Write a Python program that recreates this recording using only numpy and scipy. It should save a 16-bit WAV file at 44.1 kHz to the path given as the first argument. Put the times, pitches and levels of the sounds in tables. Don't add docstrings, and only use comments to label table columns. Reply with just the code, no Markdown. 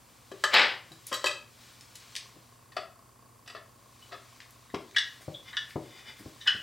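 import sys
import numpy as np
from scipy import signal
from scipy.fft import rfft, irfft
from scipy.io import wavfile
from scipy.ndimage import uniform_filter1d

SR = 44100
rng = np.random.default_rng(int(sys.argv[2]) if len(sys.argv) > 2 else 0)


def wav_out(sig):
    wavfile.write(sys.argv[1], SR, np.round(np.clip(np.atleast_2d(sig).T, -1, 1) * 32767).astype(np.int16))


N = 291942

# t/s, level/dB, time to full pressure/ms, favoured f/Hz
THUD_HITS = [(4.738, -29, 4.6, 294), (5.279, -31.5, 2.5, 280), (5.757, -28.5, 3.2, 270),
             (6.254, -38.5, 5, 203)]
# f/Hz, level/dB
TABLE_MODES = [(108, -15.5), (135, 6), (180, 0), (250, -33), (335, 7), (450, -3.5), (620, 8.5), (760, 3.5),
               (1110, 7.5), (1400, 1), (2000, 4.5), (4400, -18.5)]
TABLE_T60_S = .016
# f/Hz, level/dB
GLOVE_MODES = [(2000, 16.5), (3500, 7.5), (5000, 9), (6500, 5), (8500, 8), (12000, -47)]
GLOVE_T60_S = .005


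def tweezer_hits():
    # t/s, level/dB, time to full pressure/ms, favoured f/Hz
    hits = [(.314, -46.5, 2.4, 2500), (.437, -18, 1.78, 1890), (.533, -41, 0.26, 2450),
            (.538, -22.5, 0.91, 2300), (.593, -36, 0.17, 2800), (.917, -49, 1.1, 3640),
            (1.112, -32.5, 6.7, 1010), (1.127, -29.5, 0.71, 2620), (1.136, -31, 4.8, 3730),
            (1.242, -23, 0.45, 1660), (1.258, -27.5, 0.69, 2660), (1.264, -30, 3.5, 2810),
            (1.310, -34.5, 0.9, 2480)]
    # f/Hz, level/dB
    modes = [(380, 2), (590, 5), (1061, -2), (1300, 6), (1700, 6), (1950, 0), (2620, -6.5), (3100, -24),
             (3220, 4.5), (3800, -1), (3990, 4.5), (4600, 4), (4850, -1.5), (5529, 3), (6200, 2.5),
             (7154, 5), (7800, 6), (8866, -5.5), (11510, 4)]
    return strike(hits, modes, t60_s=.026, crack_db=-12,
                  least_fall_ms=3.2, fall_per_rise=2.1, spread_octaves=1.264, pan_db=1.1)


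def tweezer_slide():
    # f/Hz, level/dB
    spectrum = [(100, -38), (300, -16), (600, -10.5), (1200, -8.5), (2000, -3), (3200, -8.5), (5000, -14.5),
                (6200, -34), (8200, -37), (11000, -59), (15000, -48.5)]
    start_s, rise_s, hold_s, full_db = .512, .03, .071, -20.5
    full_s = start_s + rise_s
    slows_s = full_s + hold_s
    gain = stroke([(start_s, full_db - 26), (full_s, full_db),
                   (slows_s, full_db - 1.0), (slows_s + .5, full_db - 103.5)])
    return rub(colour(grit(N, 5.2), spectrum), gain, flicker_db=2.5, rate=180, pan_db=1.0)


def housing_taps():
    # t/s, level/dB, time to full pressure/ms, favoured f/Hz
    hits = [(2.720, -52, 0.5, 2500), (2.765, -27.5, 1.6, 1610), (3.460, -57, 2.4, 2990),
            (3.476, -43.5, 0.59, 3060), (3.497, -44, 1.3, 2560), (3.548, -39.5, 1.8, 1500),
            (3.562, -45, 3, 1820), (4.105, -42, 22, 1460), (4.138, -44.5, 6, 1070)]
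    # f/Hz, level/dB
    modes = [(415, 1.5), (565, -14), (646, 8.5), (1290, 6), (1750, -3), (1900, 1), (2153, -11), (2665, 1),
             (3031, -4.5), (3488, 1), (3950, -1.5), (4457, 2.5), (4786, 0.5), (5491, -7), (7700, -1)]
    return strike(hits, modes, t60_s=.02, crack_db=-14.5,
                  least_fall_ms=8.9, fall_per_rise=0.26, spread_octaves=1.27, pan_db=0.74)


def screw_chinks():
    # t/s, level/dB, time to full pressure/ms, favoured f/Hz, reference ring f/Hz
    hits = [(4.698, -53.5, 3, 2000, 1910), (4.945, -45, 2.6, 2440, 2100), (4.959, -19, 6.6, 3020, 1746),
            (4.972, -35, 6.8, 1970, 1860), (4.983, -24, 1, 4000, 1784), (5.524, -40.5, 8.2, 1820, 1885),
            (5.568, -26.5, 0.99, 2800, 1764), (6.399, -43, 15, 3750, 1830), (6.450, -28.5, 22, 1850, 1808),
            (6.469, -18, 6.2, 3170, 1553), (6.503, -34, 2.2, 2690, 1630)]
    # multiple of the reference ring, level/dB
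    modes = [(.68, -2), (.86, -38), (0.921, -22.5), (1, 14.5), (1.072, 14), (1.68, 9), (1.8, -24.5),
             (1.941, 13), (2.003, 8.5), (2.1, 0), (2.6, 1.5), (2.85, 3), (3.11, 5), (3.24, -1), (4.3, -5)]
    return strike(hits, modes, t60_s=.036, crack_db=-12,
                  least_fall_ms=5.3, fall_per_rise=0.82, spread_octaves=0.8, pan_db=0.6)


def key_grind():
    # start t/s, slip t/s, level at the slip/dB
    turns = [(5.446, 5.482, -50), (5.83, 5.995, -53.5), (6.038, 6.077, -45.5)]
    # f/Hz, level/dB
    modes = [(1200, -27), (2100, 3), (2450, 1), (3000, 1), (3500, 5), (4750, 1)]
    swell_db, release_s = 13, 0.049
    gain = 0
    for start_s, slip_s, db in turns:
        gain = gain + stroke([(start_s, db - swell_db), (slip_s, db), (slip_s + release_s, db - swell_db)])
    grinding = signal.fftconvolve(grit(N, 1.1), damped(modes, .03))[:N]
    return rub(grinding, gain, flicker_db=3, rate=60, pan_db=1)


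def pings():
    # t/s, level/dB, time to full pressure/ms, favoured f/Hz
    touches = [(.314, -42.5, 3.8, 392), (0.444, -36, 2.7, 3150), (1.263, -24, 2.57, 2693),
               (4.022, -54, .5, 3110), (5.338, -39.5, 7.1, 3530), (6.475, -20.5, 4.7, 3060)]
    hits = [(*touch, touch[-1]) for touch in touches]
    return strike(hits, [(0.96, 0)], t60_s=0.048, crack_db=-21,
                  least_fall_ms=6, fall_per_rise=.3, spread_octaves=.15, pan_db=1.2)


def low_thumps():
    # t/s, level/dB, time to full pressure/ms, favoured f/Hz
    hits = [(.314, -41, 1.2, 436), (.905, -48.5, 11, 246), (2.36, -50.5, 4, 256), (4.743, -33, 1.9, 1750),
            (5.205, -56, 5.6, 600), (5.839, -54, 2.5, 246), (6.19, -47.5, 18.4, 200),
            (6.545, -44, 3.9, 206)]
    return strike(hits, TABLE_MODES, TABLE_T60_S, crack_db=0.5,
                  least_fall_ms=6, fall_per_rise=.1, spread_octaves=1, pan_db=1.2)


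def dull_thuds():
    return strike(THUD_HITS, TABLE_MODES, TABLE_T60_S, crack_db=-3.5, weight=0.49,
                  least_fall_ms=5.2, fall_per_rise=0.077, spread_octaves=1.16, pan_db=0.55)


def cloth_swishes():
    lead_s, peak_db, rise_ms, centre_hz = .082, -53.5, 21, 9300
    hits = [(thud_s - lead_s, peak_db, rise_ms, centre_hz) for thud_s, *_ in THUD_HITS[1:]]
    return strike(hits, GLOVE_MODES, GLOVE_T60_S, crack_db=-6,
                  least_fall_ms=3, fall_per_rise=1, spread_octaves=3.2, pan_db=1)


def glove_ticks():
    # t/s, level/dB, time to full pressure/ms, favoured f/Hz
    hits = [(1.057, -49.5, 13, 4970), (1.0685, -39, 0.2, 9300), (1.809, -49, 0.44, 4260),
            (1.954, -44, 0.82, 5300), (2.1529, -36, 0.27, 4370), (2.163, -32, 0.69, 4160),
            (3.059, -74, .3, 2600), (4.403, -45.5, .3, 3000), (4.419, -51, 0.75, 3080),
            (4.507, -55.5, 0.26, 8000), (4.911, -54.5, .3, 3870), (5.706, -46.5, 0.51, 2640)]
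    return strike(hits, GLOVE_MODES, GLOVE_T60_S, crack_db=2.5,
                  least_fall_ms=.6, fall_per_rise=4.5, spread_octaves=0.73, pan_db=1.1)


def rustle():
    # t/s, level/dB
    swells = [(0.0, -66), (.18, -67.5), (.55, -54.5), (.8, -65.5), (1.1, -60.5), (1.26, -56.5), (1.42, -68),
              (1.66, -59), (1.81, -61.5), (2.1, -58.5), (2.51, -67.5), (3.23, -90), (3.91, -67.5),
              (4.09, -62), (4.7, -66.5), (5.12, -60), (5.73, -63), (6.62, -59.5)]
    # f/Hz, level/dB
    spectrum = [(300, -19), (1000, -3.5), (2200, 1), (4500, 1.5), (8000, -4), (11000, -14), (15000, -10.5)]
    return rub(colour(grit(N, 1), spectrum), stroke(swells), flicker_db=1.5, rate=25, pan_db=1.5)


def mic_lean(x):
    # f/Hz, left minus right level/dB
    balance = [(100, 2), (300, .6), (600, 7), (1400, 2.5), (3000, 0.1), (10000, 0.5)]
    hz, lean_db = np.transpose(balance)
    left = colour(x[0], np.transpose([hz, lean_db / 2]))
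    right = colour(x[1], np.transpose([hz, -lean_db / 2]))
    return np.array([left, right])


def room(x):
    # f/Hz, t60/s
    decay = [(150, 0.35), (1000, 0.38), (3000, 0.34), (8000, 0.29), (14000, 0.05)]
    room_db, side_db = -2.5, -25.5
    t = np.arange(SR // 2) / SR
    tail = 0
    for hz in 90 * 2 ** np.arange(0, 7.6, .5):
        edges = [hz / 2 ** .25, hz * 2 ** .25]
        band = signal.butter(2, edges, "bandpass", fs=SR, output="sos")
        t60 = on_log_hz(decay, hz)
        noise = signal.sosfilt(band, rng.standard_normal((2, len(t))))
        tail = tail + noise * np.exp(-np.log(1000) * t / t60) / np.sqrt(t60)
    tail = tail * (1 - np.exp(-t / 0.001))
    tail = tail / np.sqrt((tail[0] ** 2).sum())
    ears = tail[0] + undb(side_db) * tail[1] * np.array([[1], [-1]])
    return undb(room_db) * signal.fftconvolve(x, ears, axes=1)[:, :N]


def machine_hum():
    # f/Hz, level/dB
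    lines = [(57, -70.5), (101, -73), (120, -66), (240, -76)]
    t = np.arange(N) / SR
    hum = 0
    for hz, db in lines:
        gain = undb(db + 2.0 * walk(2.3)) * np.sqrt(2)
        phase = 2 * np.pi * hz * t + 0.38 * walk(9.8) + 7 * rng.random()
        hum = hum + gain * np.sin(phase)
    return hum


def lens_drive():
    # f/Hz, level/dB, t60/s
    case_modes = [(520, -25, 0.01), (700, -6, 0.11), (1086, 9, 0.04), (4650, 2.5, 0.011)]
    # t/s, level/dB
    effort = [(0, -72), (1.9, -70), (2.3, -64), (4.6, -66.5), (4.9, -68), (6.63, -68)]
    start_s, knock_hz = .0222, 29.97
    steps = np.arange(start_s, N / SR - .01, 1 / knock_hz)
    time_chance, level_chance = rng.standard_normal((2, len(steps)))
    knocks = np.zeros(N)
    places = ((steps + .0002 * time_chance) * SR).astype(int)
    knocks[places] = undb(2 * level_chance)
    purr = signal.fftconvolve(knocks, ring(*np.transpose(case_modes)))[:N]
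    return level(purr, 0) * stroke(effort)


def air():
    # f/Hz, relative level per Hz/dB
    spectrum = [(21, -49), (35, -8.5), (113, -3), (185, -11), (238, -9), (408, -13.5), (527, -12),
                (663, -16), (1080, -13), (1710, -20), (3970, -26), (4870, -22.5), (5680, -24.5),
                (7920, -23.5), (15800, -28)]
    # f/Hz, side minus mid level/dB
    width = [(60, -28), (110, -8.5), (200, -5), (380, -7), (700, -4.5), (1290, -1), (2380, -30.5),
             (4400, -17.5), (8120, 4.5), (15000, -10.5)]
    mid, side = colour(rng.standard_normal((2, N)), spectrum)
    gain = undb(-60 + .7 * walk(1.3)) / np.std(mid)
    return gain * (mid + colour(side, width) * np.array([[1], [-1]]))


def strike(hits, modes, t60_s, crack_db, least_fall_ms, fall_per_rise, spread_octaves, pan_db, weight=0):
    out = np.zeros((2, N + SR))
    t_ms = np.arange(SR // 8) / SR * 1e3
    lead = SR // 100
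    octaves = np.log2(np.maximum(np.fft.rfftfreq(SR // 2, 1 / SR), 1))
    for s, peak_db, rise_ms, centre_hz, *pitch_hz in hits:
        fall_ms = least_fall_ms + fall_per_rise * rise_ms
        press = np.minimum(t_ms / rise_ms, 1) ** 2 * np.exp(-np.maximum(t_ms - rise_ms, 0) / fall_ms)
        chatter = press * (grit(len(t_ms), 4.4) + weight)
        crack = press * grit(len(t_ms), 3.1)
        sound = signal.fftconvolve(chatter, damped(modes, t60_s, *pitch_hz, scatter_db=1.2))
        sound[:len(t_ms)] += undb(crack_db) * crack * np.linalg.norm(sound) / np.linalg.norm(crack)
        favour = np.exp(-.5 * ((octaves - np.log2(centre_hz)) / spread_octaves) ** 2)
        sound = irfft(rfft(np.pad(sound, (lead, 0)), SR // 2) * favour)
        top = np.sqrt(uniform_filter1d(sound ** 2, size=SR // 200).max())
        i = int(s * SR) - lead
        out[:, i:i + len(sound)] += sound / top * undb(peak_db + np.array([[pan_db], [-pan_db]]) / 2)
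    return out[:, :N]


def rub(x, gain, flicker_db, rate, pan_db):
    x = level(x, 0) * undb(flicker_db * walk(rate)) * gain
    return x * undb(np.array([[pan_db], [-pan_db]]) / 2)


def grit(count, db):
    return rng.standard_normal(count) * undb(db * np.minimum(rng.exponential(size=count), 3.5))


def damped(modes, t60_s, pitch_hz=1, scatter_db=0):
    hz, db = np.transpose(modes)
    hz = hz * pitch_hz
    return ring(hz, db + scatter_db * rng.standard_normal(len(hz)), t60_s * (hz / 1000) ** -.4)


def ring(hz, db, t60):
    t = np.arange(SR // 4)[:, None] / SR
    decay = np.exp(-np.log(1000) * t / t60)
    return (undb(db) * np.sin(2 * np.pi * hz * t) * decay).sum(axis=1)


def walk(rate):
    k = int(SR / rate)
    held = np.repeat(rng.standard_normal(N // k + 1), k)
    return 0.8 * uniform_filter1d(uniform_filter1d(held, k), k)[:N]


def stroke(points):
    s, db = np.transpose(points)
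    return undb(np.interp(np.arange(N) / SR, s, db, left=-150, right=-150))


def colour(x, table):
    gain = undb(on_log_hz(table, np.fft.rfftfreq(x.shape[-1], 1 / SR)))
    return irfft(rfft(x) * gain, x.shape[-1])


def on_log_hz(table, hz):
    f, v = np.transpose(table)
    return np.interp(np.log(np.maximum(hz, 1)), np.log(f), v)


def level(x, db):
    return x * undb(db) / np.sqrt(np.mean(x ** 2))


def undb(db):
    return 10 ** (np.asarray(db) / 20)


def scene():
    hands = tweezer_hits() + tweezer_slide()
    hands += housing_taps() + screw_chinks() + key_grind() + pings()
    hands += low_thumps() + dull_thuds() + cloth_swishes()
    hands += glove_ticks() + rustle()
    hands = mic_lean(hands)
    return hands + room(hands) + machine_hum() + lens_drive() + air()


def record(dry):
    low_hz, top_hz = 70.47, 15800
    x = signal.sosfilt(signal.butter(2, low_hz, "highpass", fs=SR, output="sos"), dry)
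    return signal.sosfilt(signal.ellip(10, .2, 60, top_hz, fs=SR, output="sos"), x)


dry = scene()
out = record(dry)
wav_out(out)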